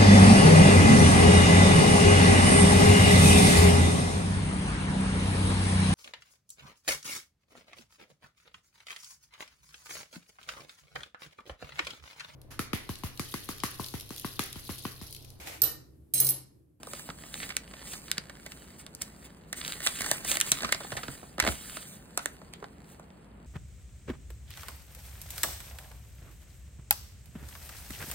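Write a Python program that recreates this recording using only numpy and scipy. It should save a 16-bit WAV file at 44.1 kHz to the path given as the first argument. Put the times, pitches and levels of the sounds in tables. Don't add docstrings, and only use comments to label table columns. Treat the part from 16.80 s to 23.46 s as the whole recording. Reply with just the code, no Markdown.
import sys
import numpy as np
from scipy import signal
from scipy.fft import rfft, irfft, next_fast_len
from scipy.io import wavfile
from scipy.ndimage import uniform_filter1d, map_coordinates

SR = 44100
rng = np.random.default_rng(int(sys.argv[2]) if len(sys.argv) > 2 else 0)


def dump_mix(stems):
    frames = np.atleast_2d(stems).T
    limited = np.clip(frames, -1, 1)
    pcm = np.round(limited * 32767).astype(np.int16)
    wavfile.write(sys.argv[1], SR, pcm)


N = 293706

# frequency in Hz, relative density in dB per Hz.
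RUMBLE_SPECTRUM = [(36, -28.5), (54, 3.5), (75, -3.5), (110, -8.5), (155, -1), (225, -4.5), (320, -10.5),
                   (600, -14), (1800, -24.5), (3000, -30.5), (8000, -64.5), (16000, -64)]
# frequency in Hz, likeness from 0 to 1.
RUMBLE_LIKENESS = [(150, 0.93), (300, 0.93), (650, 0.094), (1400, 0.061)]

# fastest moment in seconds, length in seconds, hiss level in dB.
STROKES = [(0.145, 0.34, -45.5), (0.433, 0.32, -51.5), (0.589, 0.24, -42), (1.109, 0.21, -42.5),
           (1.269, 0.22, -53.5), (1.73, 0.6, -56.5), (1.998, 0.046, -47), (2.219, 0.027, -36.5),
           (2.236, 0.14, -52.5), (2.453, 0.046, -50), (2.783, 0.087, -40.5), (2.886, 0.24, -43),
           (3.054, .11, -33.5), (3.178, 0.35, -40), (3.3, 0.18, -36), (3.499, 0.17, -31),
           (3.685, 0.21, -38.5), (4.081, 0.74, -48), (4.314, 0.11, -48), (4.687, 0.18, -37),
           (4.9, 0.49, -44.5), (5.11, 0.11, -50), (5.428, 0.24, -53), (6.1, 0.16, -58.5)]
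STROKE_RISE, STROKE_EDGE_DB = 0.35, 16.5
STROKE_ROUND = 1.78
# time in seconds, crinkle level in dB.
BENDING = [(0, -81), (0.36, -62), (0.65, -54.5), (0.86, -58), (1.0, -51.5), (1.45, -58.5), (2.15, -64.5),
           (2.42, -58), (2.65, -69), (2.86, -44.5), (2.98, -54.5), (3.25, -47), (3.41, -50), (3.85, -45),
           (4.55, -66.5), (4.75, -83), (5.3, -61), (6.66, -72)]
GRIP_DB, DRAG_DB = -3.5, -8
STRAIN_DB, LOAD_S, SETTLE_S = -18.5, 0.005, 0.016

# frequency in Hz, relative density in dB per Hz.
SLIDE_SPECTRUM = [(300, -32.5), (1500, -6.5), (3000, -2), (6000, -5), (7500, 0.5), (9000, 2), (10500, -2.5),
                  (14200, -4), (15600, -6.5), (16200, -28.5)]
# frequency in Hz, relative density in dB per Hz.
BEND_SPECTRUM = [(60, 3.5), (220, 6.5), (600, -1), (900, -1), (1300, -0.5), (1850, 3), (2500, -5),
                 (3800, -5.5), (4600, -0.5), (6000, -12.5), (8000, -4.5), (16000, -27)]

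# start in seconds, then relative levels in dB of the panel knock,
# the crack and the edge tick, nominal time to give way in seconds, facet pitch in Hz.
SNAPS = [(0.0315, -43, -41.5, -42.5, 0.001, 1160), (0.0703, -39, -46, -45, 0.0011, 1200),
         (0.1336, -38.5, -38, -36, 0.0014, 1270), (0.1944, -49, -43, -43, 0.0016, 1800),
         (0.2891, -36.5, -43, -65, 0.0011, 1190), (0.3003, -59, -36.5, -57, 0.002, 1230),
         (0.4362, -46, -45, -61, 0.0014, 1880), (0.5412, -51.5, -33, -37.5, 0.0005, 3800),
         (0.554, -45, -50, -48, 0.0018, 1900), (0.601, -45.5, -34.5, -53, 0.0016, 1980),
         (0.6288, -42.5, -32.5, -54, 0.0033, 2350), (0.691, -50, -38, -40, 0.002, 2220),
         (0.7015, -46, -31.5, -54, 0.0048, 2210), (0.7664, -47, -28, -22, 0.0013, 2320),
         (0.9367, -48, -42, -58, 0.0023, 2430), (1.1335, -45.5, -39, -39, 0.0022, 4450),
         (1.315, -53.5, -24.5, -21.5, 0.00053, 3900), (1.3803, -53.5, -25.5, -32, 0.001, 4730),
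         (1.4958, -44, -42.5, -47, 0.0023, 1810), (1.6617, -43, -39.5, -40, 0.0028, 2100),
         (1.719, -70.5, -41, -43, 0.0015, 2590), (2.0644, -56.5, -43.5, -43.5, 0.001, 3500),
         (2.1496, -67, -50, -36.5, 0.00058, 4650), (2.219, -57, -48, -26.5, 0.0014, 1870),
         (2.7276, -43, -32, -29.5, 0.002, 1910), (2.814, -65, -34.5, -50, 0.001, 3730),
         (2.849, -50.5, -31, -49, 0.00046, 3820), (2.8627, -45, -38.5, -54, 0.00045, 2600),
         (2.8784, -48.5, -31.5, -32.5, 0.0011, 3900), (2.9217, -56, -32, -34.5, 0.00064, 3800),
         (3.0037, -45.5, -37.5, -40, 0.0015, 1800), (3.0635, -37, -24, -24, 0.0029, 1870),
         (3.0713, -40.5, -18.5, -25.0, 0.0007, 3500), (3.2057, -39, -30.5, -30.5, 0.0028, 2000),
         (3.2181, -60, -31.5, -29, 0.0015, 2020), (3.2435, -43.5, -34.5, -39, 0.0024, 1950),
         (3.2606, -38, -32, -30, 0.004, 1690), (3.3136, -26, -25, -17.5, 0.00096, 1800),
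         (3.447, -38, -41.5, -31, 0.003, 1900), (3.5149, -35, -24, -21, 0.0013, 3220),
         (3.5539, -35.5, -29.5, -36, 0.0013, 3030), (3.5697, -33.5, -26, -25, 0.0011, 1940),
         (3.6012, -46, -26.5, -23, 0.0013, 1830), (3.6115, -48.5, -21, -17, 0.0011, 3100),
         (3.717, -32, -16, -13, 0.0021, 3900), (3.805, -46.5, -33.5, -54, 0.0024, 3930),
         (3.8207, -39.5, -36, -34.5, 0.0016, 1500), (3.8313, -31, -28, -46, 0.0017, 1680),
         (3.8453, -37, -23, -39, 0.0032, 1170), (3.889, -38, -32.5, -50, 0.0038, 1530),
         (3.9225, -32, -19, -20, 0.0024, 2140), (3.9459, -39, -30.5, -37, 0.0011, 5030),
         (4.0037, -36, -40, -44, 0.0047, 1420), (4.0462, -37, -55, -58, 0.0019, 1200),
         (4.1184, -33, -33.5, -41, 0.0033, 1700), (4.126, -37, -43, -56, 0.0018, 1850),
         (4.1537, -37.5, -47, -61, 0.00072, 1300), (4.1657, -33, -29, -34, 0.0089, 1830),
         (4.2317, -38, -32.5, -52, 0.0037, 1290), (4.2818, -37, -36, -60, 0.0015, 1410),
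         (4.429, -41, -55.5, -62, 0.0041, 1510), (4.5813, -34.5, -36.5, -44, 0.0013, 1350),
         (4.5922, -36.5, -32, -46, 0.0017, 1740), (4.6001, -31.5, -17.5, -19.5, 0.001, 2070),
         (4.6236, -40.5, -29.5, -34, 0.0027, 1650), (4.6387, -30, -31.5, -48, 0.00087, 1620),
         (4.6488, -27.5, -32, -34, 0.0023, 1780), (4.665, -26, -28, -50, 0.0013, 2080),
         (4.6742, -25, -23, -35, 0.0019, 2200), (4.687, -39, -27.5, -44, 0.0008, 1330),
         (4.9691, -39, -35.5, -42, 0.0021, 1300), (5.3748, -28.5, -25, -22, 0.0013, 1330),
         (5.3915, -43, -33, -60, 0.0009, 1350), (5.458, -34.5, -29, -24.5, 0.00044, 1700),
         (5.6154, -46, -52.5, -75, 0.0013, 1530), (5.7362, -49, -34.5, -42.5, 0.00062, 3270),
         (5.8245, -35.5, -54, -66, 0.0034, 1150), (5.841, -39, -43, -56, 0.0016, 1550),
         (6.1957, -42.5, -57, -54, 0.0013, 1340)]
# frequency in Hz, relative gain in dB.
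SHEET_RESPONSE = [(200, 0.5), (560, -3.5), (850, -1.5), (1300, 0.5), (1850, 1.5), (2500, -1), (3800, -0.5),
                  (5200, -1), (8500, 1), (11000, -3), (14000, -5.5), (16000, -20)]
KNOCK_GAIN_DB, CRACK_GAIN_DB = 1.5, -0.5
PANEL_HZ, PANEL_SPREAD_OCT = 631, 0.23
TICK_AFTER_S = 0.00022

# start in seconds, relative level in dB, nominal swing rate in Hz.
FLAPS = [(0.294, -40, 173), (1.382, -41.5, 165), (3.209, -43, 192), (3.316, -40, 145), (3.721, -36, 140),
         (3.846, -33.5, 203), (4.13, -37.5, 112), (4.173, -41, 139), (4.287, -34, 154), (4.584, -31.5, 202),
         (4.626, -34, 60), (4.679, -25.5, 237), (4.688, -30, 81)]
FLAP_SWINGS = 1.6

# frequency in Hz, radians by which left leads (reduced below 700 Hz).
STEREO_PHASE = [(500, -0.4), (980, -1.8), (1100, -0.4), (1450, -0.4), (2130, 0.6), (2400, 2.3), (2650, 1.9),
                (2850, 1.0), (3200, 1.4), (3800, 0.7), (4500, 1.5), (5400, 3.1), (7300, 4.9), (10000, 7.8),
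                (12800, 10.2), (15000, 12.5)]
# frequency in Hz, left minus right in dB.
STEREO_TILT = [(400, -1), (780, 0), (1050, -4.5), (1600, -3.5), (2100, -5.5), (3200, -1.5), (3700, -1),
               (4900, -3), (5700, -1)]
# frequency in Hz, share of the amplitude from 0 to 1.
TURNING_SHARE = [(900, 0.22), (2300, 0.82), (6000, 0.02)]
TURN_RAD = 2.2

# frequency in Hz, level in dB re the direct sound.
SCATTER = [(300, -13), (1800, -12), (12000, -24)]
SCATTER_T60_S = 0.08
# frequency in Hz, time to fall by 60 dB in seconds.
ROOM_T60 = [(1500, 0.28), (15000, 0.026)]
ROOM_DB = -15.5
TOP_HZ = 16200


def amp(db):
    return 10 ** (np.asarray(db) / 20)


def unit(x):
    return x / np.sqrt(np.mean(x ** 2) + 1e-20)


def along(points, hz):
    f, v = np.transpose(points)
    return np.interp(np.log(hz + 1), np.log(f + 1), v)


def wobble(rate):
    knots = rng.standard_normal(int(N * rate / SR) + 4)
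    return map_coordinates(knots, [np.arange(N) * rate / SR])


def filtered(x, response):
    size = next_fast_len(N + SR // 2)
    return irfft(rfft(x, size) * response(np.fft.rfftfreq(size, 1 / SR)), size)[..., :N]


def coloured(x, spectrum):
    size = 4096
    cepstrum = irfft(np.log(amp(along(spectrum, np.fft.rfftfreq(size, 1 / SR)))))
    fold = np.r_[1, np.full(size // 2 - 1, 2), 1, np.zeros(size // 2 - 1)]
    impulse_response = irfft(np.exp(rfft(cepstrum * fold)))
    return signal.fftconvolve(x, impulse_response)[:N]


def add(track, s, sound):
    start = max(round(s * SR), 0)
    track[start:start + len(sound)] += sound[:max(N - start, 0)]


def grains(rate, scatter_db):
    happen = rng.random(N) < rate / SR
    sizes = amp(scatter_db * np.clip(rng.standard_normal(N), -2, 2)) * rng.choice([-1, 1], N)
    return unit(happen * sizes / np.sqrt(rate + 20))


def flexing(x, depth_db):
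    z = signal.stft(x, nperseg=256)[2]
    field = uniform_filter1d(rng.standard_normal(z.shape), size=2, axis=0)
    field = uniform_filter1d(field, size=18, axis=1)
    return unit(signal.istft(z * amp(depth_db * unit(field)), nperseg=256)[1][:N])


def rumble():
    def spread(hz):
        turn = np.arccos(np.clip(along(RUMBLE_LIKENESS, hz), -1, 1)) / 2
        return amp(along(RUMBLE_SPECTRUM, hz)) * np.array([np.cos(turn), np.sin(turn)])
    mid, side = filtered(rng.standard_normal((2, N)), spread)
    return amp(-52.0 + 0.29 * wobble(1.2)) * unit(np.array([mid + side, mid - side]))


def hands():
    t = np.arange(N) / SR
    strokes, strain = np.zeros(N), np.zeros(N)
    for s, length_s, db in STROKES:
        away = np.maximum((s - t) / STROKE_RISE, (t - s) / (1 - STROKE_RISE)) / length_s
        near = away < 4
        strokes[near] += amp(db - STROKE_EDGE_DB * away[near] ** STROKE_ROUND) ** 2
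    for s, knock_db, crack_db, *_ in SNAPS:
        near = np.abs(t - s) < 0.2
        away = np.maximum((s - t[near]) / LOAD_S, (t[near] - s) / SETTLE_S)
        strain[near] += (amp((crack_db + knock_db) / 2 + STRAIN_DB) * np.exp(-away)) ** 2
    bend_s, bend_level_db = np.transpose(BENDING)
    bending = amp(np.interp(t, bend_s, bend_level_db)) ** 2
    slide = strokes + bending * amp(GRIP_DB) ** 2
    bend = bending + strain + strokes * amp(DRAG_DB) ** 2
    return 10 * np.log10(slide), 10 * np.log10(bend)


def sliding(slide_db):
    fibres = unit(rng.standard_normal(N) + 0.5 * grains(rate=5800, scatter_db=8.5))
    hiss = flexing(coloured(fibres, SLIDE_SPECTRUM), depth_db=2.8)
    return amp(slide_db + 1.4 * wobble(60)) * hiss


def crinkling(bend_db):
    dents = grains(rate=600 * amp(0.5 * (bend_db + 48)), scatter_db=7)
    scrape = 0.5 * rng.standard_normal(N)
    rustle = flexing(coloured(dents + scrape, BEND_SPECTRUM), depth_db=2.3)
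    return amp(bend_db + 1.5 * wobble(90)) * rustle


def crackling(bend_db):
    pops = grains(rate=90 * amp(1.1 * (bend_db + 45)), scatter_db=4)
    band = signal.butter(2, [1000, 4300], 'bandpass', fs=SR, output='sos')
    crisp = signal.sosfilt(band, pops)
    return amp(bend_db - 5) * flexing(coloured(crisp, SHEET_RESPONSE), depth_db=3)


def burst(band, buckle_s, ring_s):
    t = np.arange(4096) / SR
    life = t / (1.25 * buckle_s + ring_s)
    onset = 1 - np.exp(-t / (0.35 * buckle_s))
    jolts = rfft(rng.standard_normal(len(t)) * onset * np.exp(-life))
    even = irfft(jolts / (np.abs(jolts) + 1e-9))
    sound = signal.sosfilt(band, even * np.exp(-(life / 4) ** 2))
    return sound * np.sqrt(0.005 * SR / np.sum(sound ** 2))


def facet(jolt, hz, ring_db):
    ring = signal.lfilter(*signal.iirpeak(hz, 7, fs=SR), jolt)
    return unit(unit(jolt) + amp(ring_db) * unit(ring)) * np.sqrt(np.mean(jolt ** 2))


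def snapping():
    edges_hz = [(270, 1200), (1200, 5200), (4800, 16000)]
    panel, crease, edge = [signal.butter(3, e, 'bandpass', fs=SR, output='sos') for e in edges_hz]
    track = np.zeros(N)
    for s, knock_db, crack_db, tick_db, buckle_s, facet_hz in SNAPS:
        panel_hz = PANEL_HZ * 2 ** rng.normal(0, PANEL_SPREAD_OCT)
        knock = facet(burst(panel, buckle_s, ring_s=0.0013), panel_hz, ring_db=-2)
        crack = facet(burst(crease, buckle_s, ring_s=0.0006), facet_hz, ring_db=-3)
        tick = burst(edge, 0.75 * buckle_s, ring_s=0)
        add(track, s, amp(knock_db + KNOCK_GAIN_DB) * knock + amp(crack_db + CRACK_GAIN_DB) * crack)
        add(track, s + TICK_AFTER_S, amp(tick_db) * tick)
    return coloured(track, SHEET_RESPONSE)


def dispersed(x, lag_s):
    def response(hz):
        delay_s = lag_s * (2 * np.sqrt(1000 / (hz + 1)) - np.sqrt(1 / 6))
        return np.exp(-2j * np.pi * hz * delay_s)
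    return filtered(x, response)


def flapping():
    t = np.arange(SR // 5) / SR
    flutter_band = signal.butter(2, [60, 650], 'bandpass', fs=SR, output='sos')
    track = np.zeros(N)
    for s, db, hz in FLAPS:
        fade = np.exp(-t * hz / FLAP_SWINGS)
        swing_hz = hz * (0.69 + 0.59 * fade)
        swing = np.sin(2 * np.pi * np.cumsum(swing_hz) / SR)
        flutter = unit(signal.sosfilt(flutter_band, rng.standard_normal(len(t))))
        onset = 1 - np.exp(-t / 0.00015)
        add(track, s, amp(db + 2.5) * (swing + 0.5 * flutter) * onset * fade)
    return signal.sosfilt(signal.butter(3, 42, 'highpass', fs=SR, output='sos'), track)


def stereo_colouring(x):
    def half(hz):
        apart = np.clip(hz / 700, 0, 1) ** 2
        return amp(along(STEREO_TILT, hz) / 2) * np.exp(0.5j * apart * along(STEREO_PHASE, hz))
    return filtered(x, lambda hz: np.array([half(hz), 1 / half(hz)]))


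def turning(pair):
    share = filtered(pair, lambda hz: np.clip(along(TURNING_SHARE, hz), 0, 1))
    wandering = signal.hilbert(share)
    angle = TURN_RAD * wobble(20) * np.array([[0.5], [-0.5]])
    return pair + np.real(wandering * (np.exp(1j * angle) - 1))


def nearby(x):
    hop = SR // 25
    t = np.arange(hop) / SR
    wet = np.zeros((2, N))
    for start in range(0, N - 2 * hop, hop):
        paths = rng.standard_normal((2, hop)) * amp(-60 * t / SCATTER_T60_S) * (t > 0.002)
        piece = x[start:start + 2 * hop] * signal.get_window('hann', 2 * hop)
        for channel, path in zip(wet, paths):
            add(channel, start / SR, signal.fftconvolve(piece, path / np.linalg.norm(path)))
    return filtered(wet, lambda hz: amp(along(SCATTER, hz)))


def room(x):
    hz, t, z = signal.stft(rng.standard_normal((2, SR // 2)), SR, nperseg=256)
    decay = amp(-60 * t / along(ROOM_T60, hz)[:, None])
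    tail = signal.istft(z * decay, SR, nperseg=256)[1]
    tail = np.pad(tail / np.linalg.norm(tail[0]), ((0, 0), (SR // 250, 0)))
    return amp(ROOM_DB) * signal.fftconvolve(x[None], tail, axes=1)[:, :N]


def scene():
    slide_db, bend_db = hands()
    clicks = dispersed(snapping() + crackling(bend_db), lag_s=0.0004)
    paper = sliding(slide_db) + crinkling(bend_db) + clicks + flapping()
    return turning(stereo_colouring(paper)) + nearby(paper) + room(paper) + rumble()


def record(dry):
    return filtered(dry, lambda hz: np.clip((TOP_HZ - hz) / 500 + 0.5, 0, 1))


dry = scene()
out = record(dry)
dump_mix(out)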